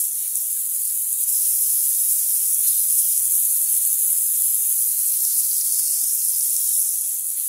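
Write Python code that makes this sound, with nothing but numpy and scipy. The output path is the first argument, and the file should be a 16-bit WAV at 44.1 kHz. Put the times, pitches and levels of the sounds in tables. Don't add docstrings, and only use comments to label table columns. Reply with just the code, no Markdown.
import sys
import numpy as np
from scipy import signal
from scipy.fft import rfft, irfft, next_fast_len
from scipy.io import wavfile
from scipy.ndimage import uniform_filter1d, minimum_filter1d, map_coordinates

SR = 44100
rng = np.random.default_rng(int(sys.argv[2]) if len(sys.argv) > 2 else 0)


def transcribe(signal):
    frames = np.atleast_2d(signal).T
    limited = np.clip(frames, -1, 1)
    pcm = np.round(limited * 32767).astype(np.int16)
    wavfile.write(sys.argv[1], SR, pcm)


def rack_gain(trim_db):
    fader = np.asarray(trim_db, float)
    return 10 ** (fader / 20)


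N = 329868


def unit(x):
    return x / np.sqrt(np.mean(x ** 2) + 1e-20)


def curves(rows, times):
    s, *cols = np.transpose(rows)
    return [np.interp(times, s, c) for c in cols]


def wobble(rate):
    knot_position = np.arange(N) * np.clip(rate, .1, 120) / SR
    return map_coordinates(rng.standard_normal(1000), [knot_position])


def coloured(x, points):
    m = next_fast_len(N + 8192)
    f, db = np.transpose([(1, -120)] + list(points) + [(SR / 2, -60)])
    hz = np.fft.rfftfreq(m, 1 / SR)
    gain = rack_gain(np.interp(np.log(hz + 1), np.log(f + 1), db))
    cepstrum = irfft(np.log(gain), m)
    cepstrum[1:m // 2] *= 2
    cepstrum[m // 2 + 1:] = 0
    return irfft(rfft(x, m) * np.exp(rfft(cepstrum)), m)[:N]


def field(shape, bins, frames):
    rows = np.arange(shape[0]) / np.clip(bins, 1.5, 50)
    cols = np.arange(shape[1]) / np.clip(frames, 1.5, 50)
    knots = rng.standard_normal((shape[0], shape[1]))
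    knots = knots[:int(rows[-1]) + 2, :int(cols[-1]) + 2]
    return unit(map_coordinates(knots, np.meshgrid(rows, cols, indexing="ij"), order=2))


def patchy(x, patchy_db):
    z = signal.stft(x, nperseg=256)[2]
    gain = rack_gain(patchy_db * field(z.shape, bins=5.97, frames=12))
    return unit(signal.istft(z * gain, nperseg=256)[1][:N])


def droplets(count, top_hz, spread_db, life, hiss):
    when, pitch, size, turn = rng.random((count, 4)).T[:, :, None]
    n = np.arange(96)
    tone = np.sin(2 * np.pi * (pitch * top_hz * n / SR + turn))
    ring = tone * (1 - np.exp(-n / 2)) * np.exp(-n / (life * SR))
    loudness = rack_gain(-spread_db * np.log(size + 0.02))
    places = (when * N).astype(int) + n
    rings = np.bincount(places.ravel(), (loudness * ring).ravel(), N)[:N]
    return unit(rings) + hiss * rng.standard_normal(N)


def spray(near, facing, flutter):
    # (frequency [Hz], level [dB])
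    spray_colour = [(2500, -33.5), (4500, -20), (6000, -13.5), (8000, -8.5), (9400, -3.5), (10400, 0),
                    (11800, -3), (13500, -6.5), (15700, -9.5), (17000, -16.5)]
    patter = droplets(count=16000, top_hz=17150, spread_db=1.5, life=0.00028, hiss=1.58)
    patter = patchy(coloured(patter, spray_colour), patchy_db=0.79)
    body = signal.sosfiltfilt(signal.butter(2, 8000, fs=SR, output="sos"), patter)
    patter = patter + (rack_gain(facing) - 1) * body
    return rack_gain(-19.5 + near + flutter) * patter


def splash(near, flutter):
    # (frequency [Hz], level [dB])
    splash_colour = [(600, -28.5), (1200, -11.5), (2000, -7.5), (3000, -2.5), (4200, 2), (6000, -12)]
    # (time [s], level [dB])
    sloshes = [
        (.237, 6.5),
        (1.36, 1.5),
        (2.65, 4.5),
        (3.77, 0.5),
        (5.13, 3),
        (5.71, 0),
        (6.23, 2),
        (7.4, 4.5),
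    ]
    rise_s, fall_s = 0.012, 0.061
    t = np.arange(N) / SR
    level_db = -40 + 0.98 * near + 0.45 * wobble(8)
    for s, db in sloshes:
        level_db += db * np.exp(np.where(t < s, (t - s) / rise_s, (s - t) / fall_s))
    drops = droplets(count=5000, top_hz=6290, spread_db=3.0, life=0.0005, hiss=3.8)
    drops = patchy(coloured(drops, splash_colour), patchy_db=-0.5)
    return rack_gain(level_db + 0.56 * flutter) * drops


def drain(near, facing):
    # (frequency [Hz], level [dB])
    drain_colour = [(175, -27), (215, -5), (290, 0), (500, 0), (900, -2), (1500, -5), (3000, -3)]
    level_db = -52.5 + 0.23 * near + 0.55 * facing + 0.81 * wobble(8)
    rush = patchy(coloured(rng.standard_normal(N), drain_colour), patchy_db=-0.54)
    return rack_gain(level_db) * rush


def water():
    # (time [s], level [dB])
    flow = [(0, -18.5), (.08, -23.5), (.3, -24.5), (.6, -22.5), (1.15, -22), (1.35, -19.5), (1.7, -18.5),
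            (2.35, -19.5), (2.6, -19), (3.6, -19), (4.1, -19), (4.9, -19.5), (5.4, -20), (5.65, -22),
            (6.75, -21), (7.0, -24), (7.2, -25.5), (7.48, -23)]
    # (time [s], level below 8 kHz [dB])
    turning = [(0, -1), (1.2, -1), (2, -3.5), (3, -1.5), (4, -2), (5, -3), (5.5, 2), (5.9, 5), (6.2, 2),
               (6.8, 3), (7.1, 4), (7.48, -3.5)]
    # (time [s], level [dB])
    surges = [(.11, -1), (.37, 3.5), (.6, 1.5), (.68, -2.5), (.81, 1), (1.06, -2), (1.17, -1.5),
              (1.21, 2.5), (1.26, -4), (1.295, 2), (1.34, 1.5), (1.63, 1), (2.12, 3.5), (2.3, 1.5),
              (2.68, 3.5), (2.87, -2), (2.99, 3), (3.04, 0), (3.17, 0.5), (3.21, -2), (3.29, -3), (3.44, 0),
              (3.8, -3), (3.97, -2.5), (5.14, -1.5), (5.39, 3), (5.48, -2.5), (5.63, -2), (5.79, 3),
              (7.23, -3), (7.35, -1.5)]
    spit_s = 0.013
    t = np.arange(N) / SR
    near = curves(flow, t)[0] + 19.5
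    facing = curves(turning, t)[0]
    spits = sum(db * np.exp(-((t - s) / spit_s) ** 2) for s, db in surges)
    flutter = 0.31 * wobble(14) + 0.23 * wobble(45) + spits
    return spray(near, facing, flutter) + splash(near, flutter) + drain(near, facing)


def rumble():
    # (frequency [Hz], level [dB])
    rumble_colour = [(15, -19), (30, -13), (46, -5), (56, -5), (70, -11.5), (110, -7.5), (160, -24.5),
                     (250, -40)]
    t = np.arange(N) / SR
    pipe = rack_gain(-84 + 3 * wobble(6)) * np.sin(2 * np.pi * 887 * t + 2.3 * wobble(25))
    mains = rack_gain(-71 + 2.5 * wobble(9)) * np.sin(2 * np.pi * 51 * t + 1.2 * wobble(8))
    pulsing = rack_gain(-65 + 1.2 * wobble(7.7) + 1.3 * wobble(17))
    return pulsing * unit(coloured(rng.standard_normal(N), rumble_colour)) + pipe + mains


def bursts():
    # (time [s], peak level [dB], pitch [Hz])
    nearest = [(0.154, -12, 10800), (0.191, -16, 10700), (0.2268, -10, 10100), (0.3561, -3, 8800),
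               (0.664, -11, 10700), (0.7636, -13, 9800), (0.9755, -7, 11200), (1.0212, -11, 13700),
               (1.129, -2, 9700), (1.2383, -2, 10200), (1.457, -8, 9900), (1.7022, -6, 10400),
               (2.5455, 1, 10500), (2.5856, -12, 9900), (2.5921, 1, 10500), (2.782, -11, 10100),
               (2.7954, -5, 10200), (2.901, -2, 11000), (2.9079, -1, 10100), (2.9263, -4, 10800),
               (2.9434, -10, 10400), (3.178, -2, 9800), (3.2227, -7, 9900), (3.2549, 2, 9750),
               (3.4534, 1, 11400), (3.7276, -7, 13000), (3.767, -6, 12000), (3.7759, -1, 10800),
               (3.852, -2, 8700), (3.9296, 0, 10200), (4.0599, -6, 10000), (4.1756, -2, 10700),
               (4.1839, -1, 11100), (4.2165, -15, 11400), (4.4211, -2, 10100), (4.555, -5, 10900),
               (4.7266, -8, 9800), (5.7236, -9, 9100), (5.7954, -4.5, 10700), (5.9381, -8, 9300),
               (6.0388, -5, 9200), (6.1338, -7, 10700), (6.15, -6, 13500), (6.25, -1, 11200),
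               (6.2862, 2, 10200), (6.2937, -4, 10500), (6.4289, -7, 9500), (6.497, -12, 10500),
               (6.5067, -9, 10700), (6.6918, -2, 11000), (6.7949, -2, 10300), (6.8178, -7, 10900),
               (6.8914, -2, 10900), (6.9456, -17, 10100), (6.9859, -7, 10800), (7.062, -9, 10500),
               (7.1287, -15, 9200), (7.2684, -9, 11000), (7.3029, -8, 10000), (7.3995, -8, 10600)]
    # (time [s], peak level [dB], pitch [Hz])
    more_near = [(0.0324, -14, 10200), (0.2806, -11, 11900), (0.5069, -10, 10600), (0.5292, -9, 10200),
                 (0.7488, -13, 10700), (0.7917, -12, 11500), (0.8175, -9, 11000), (0.8531, -7, 9900),
                 (0.8744, -12, 9600), (0.907, -12, 10800), (1.2311, -8, 10700), (1.637, -6, 10300),
                 (1.8742, -9, 10700), (2.1305, -9, 9100), (2.3511, -13, 10500), (2.6113, -13, 10200),
                 (2.6767, -9, 10600), (2.8195, -9, 11300), (2.9182, -13, 10400), (2.9827, -9, 10700),
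                 (2.9988, -9, 10700), (3.0035, -9, 10400), (3.23, -9, 10400), (3.321, -3, 10000),
                 (3.874, -7, 10100), (3.9885, -14, 10700), (3.992, -11, 10100), (4.0261, -12, 11700),
                 (4.0804, -6, 11400), (4.104, -6, 10700), (4.1287, -1, 10200), (4.2747, -11, 11500),
                 (4.292, -10, 11200), (4.4386, -10, 11000), (4.4434, -9, 10600), (4.7137, -9, 11400),
                 (4.746, -15, 10400), (5.1763, -13, 10700), (5.2551, -12, 11000), (5.4073, -10, 10900),
                 (5.4349, -10, 11900), (5.5826, -10, 10400), (5.7185, -13, 11300), (5.78, -9, 9900),
                 (6.0433, -10, 10100), (6.2407, -8, 10200), (6.2981, -10, 9900), (6.565, -9, 8100),
                 (6.5791, -9, 10500), (6.6755, -10, 9000), (6.7528, -10, 11000), (6.8015, -10, 11500),
                 (6.9581, -12, 11500), (7.0112, -7, 10900), (7.0183, -10, 11100), (7.1184, -13, 10700),
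                 (7.1476, -14, 11900), (7.2881, -11, 9500), (7.2938, -14, 10300), (7.3154, -14, 11500)]
    # (time [s], peak level [dB], pitch [Hz])
    fatter = [(0.1884, -29, 5600), (0.5695, -31, 5100), (0.8996, -26, 5200), (1.1847, -33, 4900),
              (1.2383, -27, 4800), (2.6797, -24, 5600), (3.6676, -25, 5500), (4.1072, -28, 5200),
              (4.1756, -27, 5200), (4.3075, -31, 5000), (5.1391, -22, 5700), (5.2515, -17, 5600),
              (5.5152, -22, 4600), (5.612, -14, 5700), (5.8812, -19, 5400), (6.2865, -25, 5500),
              (6.409, -16, 5700), (6.5177, -24, 5500), (6.5657, -17, 5600), (6.9862, -25, 5700),
              (7.1179, -28, 5600), (7.2892, -32, 5400), (7.2947, -32, 5500), (7.409, -25, 4800),
              (7.4489, -32, 5300)]
    tick_cycles, ring_cycles = 1.5, 95
    out, t = np.zeros(N + SR), np.arange(600) / SR
    drops = np.vstack([nearest, more_near, fatter])
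    for (s, db, hz), turn in zip(drops, rng.random((len(drops), 1))):
        rise = tick_cycles / hz
        u = t / rise
        tick = 0.85 * (u * np.exp(1 - u)) ** 2
        ring = 0.55 * (1 - np.exp(-u ** 2)) * rack_gain(-60 * t * hz / ring_cycles)
        tone = np.sin(2 * np.pi * (hz * t + turn))
        puff = signal.lfilter([1, 0, -1], [1, 0, .5], rng.standard_normal(len(t)))
        burst = (tick + ring) * (tone + 0.071 * puff)
        out[round((s - rise) * SR):][:len(t)] += rack_gain(min(db, -2) - 1) * burst
    return out[:N]


def gurgles():
    # (time [s], pitch [Hz], length [s], level [dB])
    bubbles = [(0.2365, 3000, 0.015, -45), (0.238, 4200, 0.02, -52), (0.263, 2350, 0.027, -43),
               (0.571, 1640, .03, -46), (.585, 1560, .04, -52), (.576, 2650, .03, -52),
               (2.667, 1620, 0.03, -50), (6.538, 910, 0.055, -56), (6.547, 640, .04, -52),
               (6.705, 290, 0.086, -49), (7.379, 2100, .02, -44), (7.41, 4200, .02, -37)]
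    out, t = np.zeros(N), np.arange(N) / SR
    flicker, drift = wobble(70), wobble(110)
    for s, hz, length, db in bubbles:
        level_db = db + 1.5 + 1.5 * flicker - 58 * ((t - s) / length) ** 2
        out += rack_gain(level_db) * np.sin(2 * np.pi * hz * t + 1.1 * drift)
    return out


def taps():
    # (time [s], peak level [dB])
    hits = [
        (1.238, -47),
        (2.7812, -35),
        (2.925, -32),
        (3.7667, -35),
        (4.175, -36),
        (4.725, -35),
        (5.5345, -53),
        (5.7954, -25),
        (5.9382, -37),
    ]
    n = np.arange(160)
    u = n / SR / .00003
    push = u * np.exp(-u) - 0.002 * np.sin(np.pi * n / len(n))
    out = np.zeros(N)
    for s, db in hits:
        out[round((s - .0001) * SR):][:len(n)] += rack_gain(db + 20.5) * push
    return out


def scene():
    mono = water() + rumble() + bursts() + gurgles() + taps()
    return np.array([mono, mono])


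def suppressor(x):
    # (time [s], frequency [Hz])
    edge = [(0, 5400), (.4, 5450), (.55, 6200), (1.17, 6200), (1.33, 4850), (2.45, 4850), (2.62, 5500),
            (3.1, 4950), (3.32, 5950), (4.7, 5850), (5.05, 5250), (5.3, 4300), (5.9, 4050), (6.05, 4800),
            (6.85, 4950), (7.15, 5900), (7.3, 6050), (7.48, 5700)]
    # (start [s], end [s], centre [Hz], width [Hz], opening [0-1])
    leaks = [(0, .42, 4370, 170, 0.3), (0, .4, 3820, 130, 0.4), (1.9, 2.4, 3820, 180, 0.5),
             (0.803, 1.005, 5550, 300, 0.9), (.8, 0.952, 4630, 250, 0.8), (2.617, 2.95, 4160, 170, .95),
             (2.62, 3.0, 3660, 110, 0.9), (2.898, 3.2, 4200, 150, 0.5), (3.05, 3.2, 3650, 150, 0.4),
             (3.0, 3.123, 3200, 250, 0.7), (2.62, 3.2, 4960, 200, 0.8), (3.1, 3.4, 4500, 110, 0.5),
             (3.452, 3.954, 4460, 150, 0.73), (3.5, 4.0, 5400, 200, 0.5), (4.05, 4.65, 5170, 130, 0.6),
             (4.85, 5.302, 4250, 250, 0.6), (4.75, 5.2, 4950, 200, .75), (4.8, 5.15, 5400, 130, .5),
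             (5.3, 5.9, 3700, 200, 0.2), (6.55, 6.8, 3850, 300, 0.5), (6.55, 6.85, 3300, 150, .35),
             (6.3, 6.85, 4450, 150, .4)]
    # (centre [Hz], lift [dB])
    leanings = [(2050, -2), (2350, -2), (2930, -0.5), (3510, 0), (3900, -0.5), (4690, 3), (5100, 3.5),
                (5370, 0.5), (5960, -3)]
    # (time [s], centre [Hz], half length [s], depth [dB])
    dropouts = [(0.067, 4750, 0.058, -26), (0.128, 2930, 0.044, -35), (0.308, 3630, 0.063, -32),
                (0.319, 5220, 0.038, -26), (1, 5900, 0.04, -21), (1.016, 5200, 0.067, -37),
                (1.027, 3520, 0.073, -33), (1.355, 4620, 0.046, -40), (1.573, 4600, 0.084, -35),
                (2.081, 3560, 0.052, -33), (2.314, 3530, 0.061, -25), (2.316, 4680, 0.038, -29),
                (2.421, 4550, 0.049, -23), (2.679, 4600, 0.052, -28), (2.801, 4540, 0.07, -25),
                (2.813, 3900, 0.077, -42), (2.824, 5330, 0.081, -31), (2.839, 3550, 0.1, -27),
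                (2.937, 3050, 0.073, -22), (3.114, 3420, 0.064, -21), (3.201, 4700, 0.192, -22),
                (3.257, 3860, 0.073, -22), (3.683, 4180, 0.038, -29), (3.736, 4750, 0.093, -31),
                (3.747, 5850, 0.11, -32), (3.875, 4000, 0.082, -20), (3.884, 4650, 0.073, -23),
                (4.046, 5290, 0.067, -35), (4.241, 5540, 0.081, -24), (4.301, 4600, 0.09, -42),
                (4.577, 4130, 0.07, -25), (4.609, 4820, 0.073, -27), (4.615, 3170, 0.042, -31),
                (4.618, 5800, 0.081, -32), (4.656, 4000, 0.066, -32), (4.815, 3860, 0.042, -43),
                (4.888, 3520, 0.084, -26), (5.065, 3950, 0.041, -39), (5.306, 3860, 0.044, -22),
                (5.811, 3970, 0.16, -43), (6.1, 4720, 0.093, -46), (6.136, 3800, 0.067, -25),
                (6.159, 4270, 0.067, -29), (6.42, 2400, 0.06, -31), (6.554, 4700, 0.076, -24),
                (6.658, 3540, 0.074, -22), (6.789, 4760, 0.15, -30), (6.891, 4700, 0.061, -18)]
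    depth_db, soft_hz = 9, 120
    hz, t, z = signal.stft(x, SR, nperseg=2048, noverlap=1536)
    low = slice(0, 400)
    hz, shape = hz[low, None], z[low].shape
    below = curves(edge, t)[0] - hz
    fray_hz = 130 * field(shape, bins=4, frames=18) + 260 * field(shape, bins=4, frames=4)
    shut = 1 / (1 + np.exp(np.clip((fray_hz - below) / soft_hz, -30, 30)))
    flicker = 1 + .4 * field(shape, bins=5, frames=4)
    for start, end, centre_hz, width_hz, opening in leaks:
        inside = np.clip(np.minimum(t - start, (end - t) / 2) / 0.044, 0, 1)
        band = np.exp(-((hz - centre_hz) / width_hz) ** 4)
        shut *= np.clip(1 - opening * flicker * inside * band, 0, 1)
    lift = sum(db * np.exp(-((hz - centre_hz) / 65) ** 2) for centre_hz, db in leanings)
    threshold = .92 + .19 * lift - .5 * np.exp(-(below / 1700) ** 2) + np.clip((1500 - hz) / 700, 0, 3)
    overshoot = field(shape, bins=5, frames=3.2) + .6 * field(shape, bins=2.5, frames=6)
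    holes = shut * np.clip((unit(overshoot) - threshold) / .35, 0, 1)
    holes_db = -33 * holes + .5 * lift
    for s, centre_hz, half, db in dropouts:
        moment = np.exp(-((t - s) / (.7 * half)) ** 4)
        band = np.exp(-((hz - centre_hz) / (2.5 * -db - 10)) ** 4)
        holes_db += db * moment * band
    waver = 0.97 * field(shape, bins=4, frames=6) * (hz > 200)
    z[730:] = 0
    z[low] *= rack_gain(holes_db) * rack_gain(-shut * (depth_db + waver))
    return signal.istft(z, SR, nperseg=2048, noverlap=1536)[1][:N]


def limiter(x, ceiling):
    needed = np.minimum(1, ceiling / (np.abs(x) + 1e-9))
    return x * uniform_filter1d(minimum_filter1d(needed, size=81), size=41)


def strays():
    # (time [s], low edge [Hz], high edge [Hz], level [dB])
    mismatches = [
        (1.395, 13100, 15800, -30),
        (2.0, 5670, 7150, -42),
        (2.625, 11000, 13400, -29),
        (4.485, 4930, 8550, -41),
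    ]
    out, bell = np.zeros(N), np.hanning(2048) ** .5
    for s, low_hz, high_hz, db in mismatches:
        bandpass = signal.butter(8, [low_hz, high_hz], "band", fs=SR, output="sos")
        band = signal.sosfilt(bandpass, rng.standard_normal(len(bell)))
        out[round(s * SR) - len(bell) // 2:][:len(bell)] = rack_gain(db) * unit(band) * bell
    return out


def roll_off(x):
    return signal.sosfilt(signal.butter(12, 15980, fs=SR, output="sos"), x)


def record(dry):
    mono = limiter(suppressor(dry[0]), ceiling=.7)
    side = strays()
    return roll_off(np.array([mono + side, mono - side]))


dry = scene()
out = record(dry)
transcribe(out)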